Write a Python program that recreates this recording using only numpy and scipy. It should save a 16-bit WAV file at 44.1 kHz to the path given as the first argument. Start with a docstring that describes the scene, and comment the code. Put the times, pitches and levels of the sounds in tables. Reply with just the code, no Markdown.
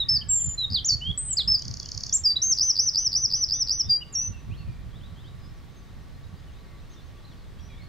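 """A wren on a bare twig starts at once with slurred whistles and one stutter of pips.
It flicks round on its perch, then sings a dry rattle, a trill of arched syllables and three last notes.
Its notes are nearly pure gliding tones with faint overtones, and scrub and trees scatter each one back.
All along, shaped noise makes light wind rumbling on the microphone and a quiet outdoor hiss.
Other birds call far off, as thin slurs blurred by echoes."""
import sys
import numpy as np
from scipy import signal
from scipy.fft import rfft, irfft, next_fast_len
from scipy.io import wavfile
from scipy.ndimage import uniform_filter1d

SR = 44100
rng = np.random.default_rng(int(sys.argv[2]) if len(sys.argv) > 2 else 0)


def store_pcm(level_fs):
    """Save levels as 16-bit WAV."""
    pcm = np.round(np.clip(level_fs, -1, 1) * 32767).astype(np.int16)
    wavfile.write(sys.argv[1], SR, np.atleast_2d(pcm).T)


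N = 347508
TIME = np.arange(N) / SR  # seconds


def from_db(db):
    """Turn decibels into gain."""
    return 10 ** (np.asarray(db) / 20)


def rms_one(x):
    """Scale a sound to an rms (average strength) of 1."""
    return x / np.sqrt(np.mean(x ** 2) + 1e-20)


def at_hz(points, hz):
    """Read a curve of (Hz, value) points along a log-frequency axis."""
    known_hz, values = np.transpose(points)
    return np.interp(np.log(hz + 0.0011), np.log(known_hz), values)


def add(track, start_s, sound):
    """Mix a sound into a track from a given time on."""
    at = max(round(start_s * SR), 0)
    track[at:at + len(sound)] += sound[:max(N - at, 0)]


def drift(rate, size=N):
    """Slow random wandering with a spread near 1, changing about `rate` times a second."""
    pole = np.exp(-2 * np.pi * rate / SR)
    run_in = SR // 5  # samples that let the filter settle, then are dropped
    noise = rng.standard_normal(size + run_in)
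    return rms_one(signal.lfilter([1], [1, -2 * pole, pole * pole], noise))[-size:]


def band(x, low_hz, high_hz):
    """Keep one band of pitches, with gentle edges."""
    edges_hz = [low_hz, min(high_hz, SR / 2 - 1000)]
    return signal.sosfilt(signal.butter(2, edges_hz, "band", fs=SR, output="sos"), x)


def stereo_noise(spectrum, likeness):
    """Coloured noise of rms 1; its two channels are as alike as asked at each frequency."""
    size = next_fast_len(N)
    hz = np.fft.rfftfreq(size, 1 / SR)
    mid, side = rfft(rng.standard_normal((2, size)))
    alike = np.clip(at_hz(likeness, hz), -1, 1)
    pair = np.sqrt(1 + alike) * mid + np.sqrt(1 - alike) * side * [[1], [-1]]
    # fade out above the last point of the spectrum
    roll_off = 1 / (1 + (hz / (2 * spectrum[-1][0])) ** 4)
    colour = roll_off * from_db(at_hz(spectrum, hz))
    return rms_one(irfft(pair * colour, size)[:, :N])


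def wren():
    """The whole strophe: slides and arches, a stutter of pips, the rattle and the trill."""
    # whistles that settle on a pitch, then glide: start_s, length_s, settle_s [s],
    # entry_hz, settled_hz, last_hz, bow_hz (bow of the glide) [Hz], first_db, last_db [dB]
    slides = [(0, 0.039, .002, 3900, 3910, 3586, 30, -15.5, -26.5),
              (0.286, .265, .016, 7904, 7476, 7068, -10.5, -16.5, -33),
              (0.575, 0.08, .013, 4110, 4080, 3704, 10, -27, -20),
              (0.74, 0.055, 0.0028, 4890, 4860, 3084, -260, -15.5, -28),
              (.902, 0.05, 0.003, 4730, 4662, 4438, -49.5, -16.5, -23.5),
              (1.008, .108, .010, 2690, 2943, 3378, 0, -34, -24.5),
              (1.368, .053, .005, 4520, 5150, 3266, -210, -16, -24),
              (2.237, 0.087, .029, 5596, 4835, 4615, -1.5, -15.5, -19.5),
              (3.888, .084, 0.019, 4990, 4770, 4792, -29.5, -18, -24),
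              (4.126, 0.16, .038, 7310, 5530, 6000, 254, -24, -29.5)]
    # whistles that rise, hold and fall: start_s, length_s, rise_s, fall_s [s],
    # entry_hz, top_hz, exit_hz, droop_hz (droop of the top) [Hz], level_db, sag_db (mid-note), swell_db [dB]
    arches = [(.086, 0.091, .011, 0.038, 4730, 5290, 4460, 19, -18, -1, 1.5),
              (0.212, 0.02, 0.0062, 0.012, 2920, 3170, 2740, -1, -39, -6, -2),
              (0.846, 0.056, 0.023, .040, 5520, 7210, 4600, -0.5, -19, 4, 8),
              (1.176, .166, .024, .048, 7720, 8257, 6940, 279, -22, 12, 1),
              (1.475, .088, 0.0088, 0.026, 4780, 5210, 4490, -89.5, -17, 0, 2),
              (2.126, .051, .029, 0.03, 5500, 7650, 6580, 0.5, -20.5, -3, -1),
              (2.357, .028, 0.0073, 0.013, 3550, 3945, 3640, -2.5, -27, -6.5, 1.5),
              (2.418, .120, 0.024, 0.03, 5400, 6340, 4940, 17.5, -15.5, 8, 1.5),
              (4.011, 0.03, 0.01, 0.015, 2750, 2960, 2620, -4, -39.5, -2, -2)]
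    notes = [slide(*row) for row in slides] + [arch(*row) for row in arches]
    # a stutter of pips leads into the first steep downslur
    notes += lead_in(.743, -22.5, count=4)
    notes += rattle() + trill()
    song = np.zeros(N)
    for start_s, note in notes:
        add(song, start_s, note)
    return song


def slide(start_s, length_s, settle_s, entry_hz, settled_hz, last_hz, bow_hz, first_db, last_db):
    """A whistle that gains force as it settles on its pitch, then follows one bowed glide."""
    onset_db = -19  # how much weaker it is at the very start
    t = np.linspace(0, length_s, num=200)
    unsettled = np.cos(np.pi / 2 * np.clip(t / settle_s, 0, 1)) ** 2
    along = np.clip((t - settle_s) / (length_s - settle_s), 0, 1)  # 0 to 1 through the glide
    hz = settled_hz + (entry_hz - settled_hz) * unsettled
    hz = hz + (last_hz - settled_hz) * along + bow_hz * np.sin(np.pi * along)
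    db = first_db + (last_db - first_db) * along + onset_db * unsettled ** 2
    return whistle(np.c_[start_s + t, hz, db], edge_s=.003)


def arch(start_s, length_s, rise_s, fall_s, entry_hz, top_hz, exit_hz, droop_hz, level_db, sag_db, swell_db):
    """A whistle that goes from entry to top pitch, holds and leaves; its level sags or peaks midway."""
    attack_s, release_s, edge_db = .005, .006, -5.5  # softer start and end
    along = np.linspace(0, 1, num=200)
    t = along * length_s
    left_s = length_s - t
    rising = np.clip(1 - t / rise_s, 0, 1) ** 2
    falling = np.clip(1 - left_s / fall_s, 0, 1) ** 1.6  # the fall steepens as it goes
    held_hz = top_hz - droop_hz * along
    hz = held_hz + (entry_hz - held_hz) * rising + (exit_hz - held_hz) * falling
    edges = np.clip(np.maximum(1 - t / attack_s, 1 - left_s / release_s), 0, 1)
    sag = sag_db * np.sin(np.pi * along) ** 2
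    force_db = level_db - sag + swell_db * (along - .5) + edge_db * edges
    return whistle(np.c_[start_s + t, hz, force_db], edge_s=.002)


def rattle():
    """Weak and strong ticks in turn, at a steady rate, growing slowly louder."""
    # one tick, a very steep downsweep:
    # time_s from its peak [s], pitch_hz [Hz], level_db against the tick's own level [dB]
    tick = [(-.0048, 7090, -23), (-.002, 6460, -7), (-.0005, 5250, 0), (.0004, 4600, 0.5),
            (.0022, 4120, -18)]
    start_s, pair_every_s, second_tick_s = 1.5953, .0591, .0285
    first_db, growth_db_per_s, second_tick_db = -28.5, 3.5, 3
    scatter_share = .015  # chance spread of pitch, as a share of it
    ticks = []
    for pair in range(9):
        since_s = pair * pair_every_s
        s = start_s + since_s
        db = first_db + growth_db_per_s * since_s
        ticks.append(blip(tick, s, db, scatter_share))
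        ticks.append(blip(tick, s + second_tick_s, db + second_tick_db, scatter_share))
    return ticks


def trill():
    """Three pips and an arch, over and over, slowing, sinking and weakening as the bird runs down."""
    start_s, every_s, slowing_s = 2.606, .1797, .00057
    length_s, growth_s, rise_s, fall_s = .111, 0.00074, .043, 0.032
    entry_hz, top_hz, exit_hz, droop_hz = 4680, 6158, 4934, 110
    first_db, lead_in_db, sag_db, swell_db = -14.5, -1.5, 9, -.5
    # change of the top pitch, level and sag from one syllable to the next
    step_hz, step_db, step_sag_db = -21, -0.32, 1
    notes = []
    for k in range(7):
        s = start_s + k * every_s + k * k * slowing_s
        db = first_db + k * step_db
        notes += lead_in(s, db + lead_in_db, count=3)
        notes.append(arch(s, length_s + k * growth_s, rise_s, fall_s,
                          entry_hz, top_hz + k * step_hz, exit_hz, droop_hz,
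                          db, sag_db + k * step_sag_db, swell_db))
    return notes


def lead_in(note_s, last_db, count):
    """A quick crescendo of pips that leads up to a note starting at note_s."""
    # one pip, a quick flick up and down:
    # time_s from its peak [s], pitch_hz [Hz], level_db against the pip's own level [dB]
    pip = [(-.004, 4150, -19), (-.002, 4600, -5), (-.0004, 5120, 1), (.0009, 5050, .5), (.0027, 4300, -15)]
    every_s, lead_s, growth_db = .0101, .0086, 3.5
    pips = []
    for back in range(count):  # counted backwards from the last pip
        s = note_s - lead_s - back * every_s
        pips.append(blip(pip, s, last_db - back * growth_db, pitch_scatter=0.024))
    return pips


def blip(gesture, peak_s, level_db, pitch_scatter):
    """One tick or pip with a little noise on it, never at quite the same pitch."""
    pitch = 1 + pitch_scatter * rng.standard_normal()
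    contour = np.array(gesture) * [1, pitch, 1] + [peak_s, 0, level_db]
    start_s, tone = whistle(contour, edge_s=.0007)
    roughness = from_db(-29.5) * rng.standard_normal(len(tone))  # chance roughness of level, against the tone
    return start_s, tone * (1 + roughness)


def whistle(contour, edge_s=.0015, waver=0.0024, flutter_db=2.0, loud_db=-18, reedy=0.494):
    """A nearly pure tone from the voice organ along (s, Hz, dB) points; returns its start and sound."""
    # overtones that pass the throat and beak: overtone_hz [Hz], level_db against the note [dB]
    overtones = [(7000, -56), (10000, -45), (12000, -39.5), (14000, -38), (15700, -36.5)]
    s, hz, db = np.transpose(contour)
    s = np.sort(s)
    t = np.arange(s[0] - edge_s / 2, s[-1] + edge_s / 2, 1 / SR)
    # muscles cannot turn a corner: pitch and level are both rounded
    lines = [np.interp(t, s, hz), np.interp(t, s, db)]
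    glide_hz, force_db = uniform_filter1d(lines, int(2 * edge_s * SR) + 1, mode="nearest")
    wavering_hz = glide_hz * (1 + waver * drift(150, len(t)))
    phase = 2 * np.pi * np.cumsum(wavering_hz) / SR
    from_edge_s = np.minimum(t - t[0], t[-1] - t)
    gate = np.sin(np.pi / 2 * np.clip(from_edge_s / edge_s, 0, 1)) ** 2
    level = gate * from_db(force_db + flutter_db * drift(60, len(t)))
    second, third = [from_db(at_hz(overtones, k * glide_hz)) * np.sin(k * phase) for k in (2, 3)]
    # the third harmonic grows faster than the note as it is forced
    forced = from_db(reedy * (force_db - loud_db))
    return t[0], level * (np.sin(phase) + second + third * forced)


def flicks(decay_s=0.0051, low_hz=300, high_hz=2400):
    """Brief soft snaps of wings and feet as the bird turns: bursts of noise that die away at once."""
    # each flick: start_s [s], level_db (noise rms before it decays) [dB]
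    flick_list = [(1.393, -41), (1.483, -40)]
    out = np.zeros(N)
    t = np.arange(SR // 10) / SR
    for start_s, level_db in flick_list:
        noise = rms_one(band(rng.standard_normal(len(t)), low_hz, high_hz))
        add(out, start_s, from_db(level_db) * np.exp(-t / decay_s) * noise)
    return out


def placed(x):
    """The bird reaches the left microphone a hair earlier, with a balance that depends on pitch."""
    # high notes lean left, low ones right: pitch_hz [Hz], left_minus_right_db [dB]
    lean = [(3000, -2), (5000, -1), (6200, 0.5), (7500, 0), (12000, 1.5)]
    lead_s = 8.5e-6
    size = next_fast_len(N)
    hz = np.fft.rfftfreq(size, 1 / SR)
    # each side takes half of the balance and half of the time lead
    left = from_db(at_hz(lean, hz) / 2) * np.exp(1j * np.pi * hz * lead_s)
    return irfft(rfft(x, size) * np.array([left, 1 / left]), size)[:, :N]


def turned_to_scrub(song):
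    """As the bird turns, more or less of its voice goes into the scrub."""
    # voice sent out to be echoed: time_s [s], gain_db [dB]
    turned = [(0, 3.5), (.9, 7), (1.5, 4.5), (1.65, 7.5), (2.08, 8.5), (2.16, 4.5), (3, 4), (4.2, 4.5)]
    return song * from_db(np.interp(TIME, *np.transpose(turned)))


def scatter(x, first_s, last_s, t60, per_s, apart):
    """Many small echoes off twigs and ground, fading 60 dB in t60 seconds, nearly alike left and right."""
    t = np.arange(SR) / SR
    arrives = (rng.random(SR) < per_s / SR) & (t > first_s) & (t < last_s)
    mid, side = rng.standard_normal((2, SR)) * arrives * from_db(-60 * t / t60)
    echoes = mid + apart * side * np.array([[1], [-1]])
    echoes = echoes / np.sqrt(np.sum(echoes ** 2) / 2 + 1e-20)
    return signal.fftconvolve(x[None], echoes, axes=1)[:, :N]


def far_birds(trim_db=-1.5):
    """Thin slurs from other birds, blurred by the trees between."""
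    # the clearest far notes: start_s, length_s [s], first_hz, middle_hz, last_hz [Hz],
    # level_db (before the trim on all far birds) [dB]
    far_calls = [(0, .31, 1980, 1800, 1657, -58), (.299, 0.029, 3100, 2900, 2650, -51),
                 (.39, 0.028, 3400, 3210, 2660, -51.5), (.485, .031, 3200, 3100, 2750, -50),
                 (1.283, 0.052, 2900, 3090, 2580, -51), (3.541, 0.053, 3200, 3630, 3580, -50),
                 (3.842, 0.087, 3400, 3680, 3510, -51.5), (4.11, .18, 2790, 2694, 2630, -57),
                 (4.322, 0.072, 2840, 2700, 2580, -52), (4.507, 0.048, 2330, 2850, 3450, -51),
                 (4.572, .048, 4300, 4370, 4390, -55), (4.587, .055, 2880, 2720, 2580, -54),
                 (4.649, .14, 2480, 2390, 2350, -61), (4.93, 0.061, 3100, 3570, 4050, -53),
                 (5.009, 0.059, 3050, 3540, 3960, -52), (5.16, .064, 3080, 3380, 3900, -56),
                 (5.24, 0.052, 3000, 3450, 3980, -52.5), (5.391, 0.12, 5150, 5030, 5350, -62),
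                 (5.76, 0.052, 6200, 6380, 5700, -62), (6.521, 0.091, 3050, 3690, 4230, -62),
                 (6.583, .22, 2200, 2100, 2000, -63.5), (6.772, 0.039, 3300, 3730, 4300, -59.5),
                 (6.897, 0.058, 5980, 6400, 4720, -58), (6.958, 0.05, 3620, 3560, 3490, -56),
                 (7.24, .035, 4050, 4110, 4100, -55), (7.28, .06, 3770, 3650, 2930, -58.5),
                 (7.579, 0.025, 3100, 3240, 3340, -55.5), (7.598, 0.076, 5830, 5640, 6050, -56.5),
                 (7.687, .11, 3430, 3330, 3740, -58.5), (7.69, .063, 2463, 2350, 2210, -56),
                 (7.78, .05, 2310, 2210, 2110, -54), (7.791, 0.057, 3900, 4250, 4560, -57.5)]
    # stretches of chance notes: from_s, to_s [s], centre_hz [Hz], spread [octaves],
    # slope [share of pitch], level_db (typical, before the trim) [dB]
    chorus_stretches = [(.25, 3.8, 3300, .25, -.02, -56.5), (4.4, 7.85, 3900, .55, .07, -65),
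                        (6.1, 7.85, 3600, 0.98, 0.0395, -64.5), (5.4, 8.7, 6100, .2, -0.021, -70.5)]
    rows = list(far_calls)
    for stretch in chorus_stretches:
        rows += list(chorus(*stretch))
    calls = np.zeros(N)
    for row in rows:
        add(calls, *slur(*row))
    echoes = from_db(-4) * scatter(calls, first_s=.003, last_s=.5, t60=.45, per_s=3000, apart=.5)
    return from_db(trim_db) * (calls + echoes)


def chorus(from_s, to_s, centre_hz, octaves, slope, level_db, count=18):
    """Faint chance notes of other birds, in the columns of the far calls; one falls in each time slot."""
    when, length, pitch, tilt, loud = rng.random((count, 5)).T
    start_s = from_s + (to_s - from_s) * (np.arange(count) + when) / count
    length_s = .025 + .04 * length
    hz = centre_hz * 2 ** (octaves * (pitch - .5))
    bend = slope + .25 * (tilt - .5)
    note_db = level_db + 5 * (loud - .5)
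    return np.c_[start_s, length_s, hz * (1 - bend), hz, hz * (1 + bend), note_db]


def slur(start_s, length_s, first_hz, middle_hz, last_hz, level_db):
    """A far bird's note: one curved glide that swells and fades."""
    along = np.linspace(0, 1, num=9)
    curve = np.polyfit([0, .5, 1], [first_hz, middle_hz, last_hz], 2)
    hz = np.polyval(curve, along)
    swell_db = -6 * (2 * along - 1) ** 2
    contour = np.c_[start_s + length_s * along, hz, level_db + swell_db]
    return whistle(contour, edge_s=.005, waver=.008, flutter_db=2.5)


def wind():
    """A light breeze that buffets the microphone and also sways the air slowly."""
    # strength of the breeze, before each layer's own settings: time_s [s], level_db [dB]
    breeze = [(0, -41), (1.3, -41), (2.2, -43.5), (2.8, -48.5), (3.4, -43), (4, -47), (4.6, -39),
              (5.6, -44), (6.9, -47.5), (7.88, -43)]
    breeze_db = np.interp(TIME, *np.transpose(breeze))
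    return buffeting(breeze_db) + swaying(breeze_db)


def buffeting(breeze_db, lumpy_db=2.5, lean_db=2.5, trim_db=-1):
    """Eddies swell and pass; each microphone port is hit mostly on its own, the right one harder."""
    # the strongest eddies: middle_s, length_s [s], level_db (before trim and lean) [dB]
    gusts = [(.145, 0.071, -34.5), (0.469, 0.031, -27), (0.727, 0.036, -27.5), (0.941, 0.045, -32),
             (1.101, 0.028, -24), (1.494, 0.049, -33), (1.69, 0.057, -28.5), (3.879, 0.051, -33),
             (4.302, 0.026, -29), (4.513, 0.063, -30), (4.684, .043, -29), (6.338, 0.021, -33.5)]
    # colour of the rumble: pitch_hz [Hz], relative_db [dB per Hz]
    buffet_colour = [(40, -25.5), (60, 1), (85, 0.5), (120, -1.5), (170, -9), (240, -18), (350, -35.5),
                     (600, -41.5)]
    power = from_db(breeze_db) ** 2
    for middle_s, length_s, level_db in gusts:
        bump = np.exp(-np.minimum((2 * (TIME - middle_s) / length_s) ** 2, 20))
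        power = power + from_db(level_db) ** 2 * bump
    lumps = from_db(lumpy_db * np.array([drift(30), drift(24)]))
    noise = stereo_noise(buffet_colour, [(60, 0.31), (250, .25)])
    buffet = np.sqrt(power) * from_db(trim_db) * rms_one(lumps * noise)
    return buffet * from_db([[-lean_db], [lean_db]])


def swaying(breeze_db, level_db=-46.0, follows=.55, wander_db=2):
    """Very low noise that partly follows the breeze and partly wanders in level."""
    # colour of the sway: pitch_hz [Hz], relative_db [dB per Hz]
    sway_colour = [(15, -8), (30, -2), (50, -2.5), (70, -6.5), (120, -33)]
    swell_db = level_db + follows * (breeze_db - breeze_db.mean()) + wander_db * drift(3)
    return from_db(swell_db) * stereo_noise(sway_colour, [(20, .02), (60, .05)])


def air(hiss_db=-53):
    """Steady distant hiss, made of coloured noise, with two faint narrow whines in it."""
    # colour of the hiss: pitch_hz [Hz], relative_db [dB per Hz]
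    air_colour = [(90, -9.5), (150, -1.5), (300, -7), (600, -13.5), (1100, -16.5), (2000, -18.5),
                  (2600, -22.5), (3800, -21.5), (6000, -29.5), (8500, -33.5), (11000, -37.5), (15500, -37)]
    # how alike left and right are: pitch_hz [Hz], correlation [1 = the same]
    air_likeness = [(150, .35), (600, 0.55), (1400, 0.5), (4000, 0.77), (9000, .3), (15000, 0.2)]
    # the whines: centre_hz, width_hz [Hz], level_db [dB]
    whine_list = [(1138.5, 28, -69), (1855, 48, -74)]
    whines = np.zeros(N)
    for hz, width_hz, level_db in whine_list:
        narrow = band(rng.standard_normal(N), hz - width_hz / 2, hz + width_hz / 2)
        whines += from_db(level_db) * rms_one(narrow)
    return from_db(hiss_db) * stereo_noise(air_colour, air_likeness) + whines


def scene(scrub_db=-15.0, trees_db=-30):
    """The wren close ahead, echoes from scrub and farther trees, and the background."""
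    song = wren() + flicks()
    thrown = turned_to_scrub(song)
    scrub = scatter(thrown, first_s=.003, last_s=.064, t60=.24, per_s=2400, apart=.55)
    trees = scatter(thrown, first_s=0.041, last_s=.9, t60=.45, per_s=2800, apart=0.36)
    near = placed(song) + from_db(scrub_db) * scrub + from_db(trees_db) * trees
    return near + far_birds() + wind() + air()


def record(dry, cutoff_hz=15650):
    """Cut the very top of the sound steeply."""
    return signal.sosfilt(signal.ellip(12, .1, 80, cutoff_hz, fs=SR, output="sos"), dry)


dry = scene()
out = record(dry)
store_pcm(out)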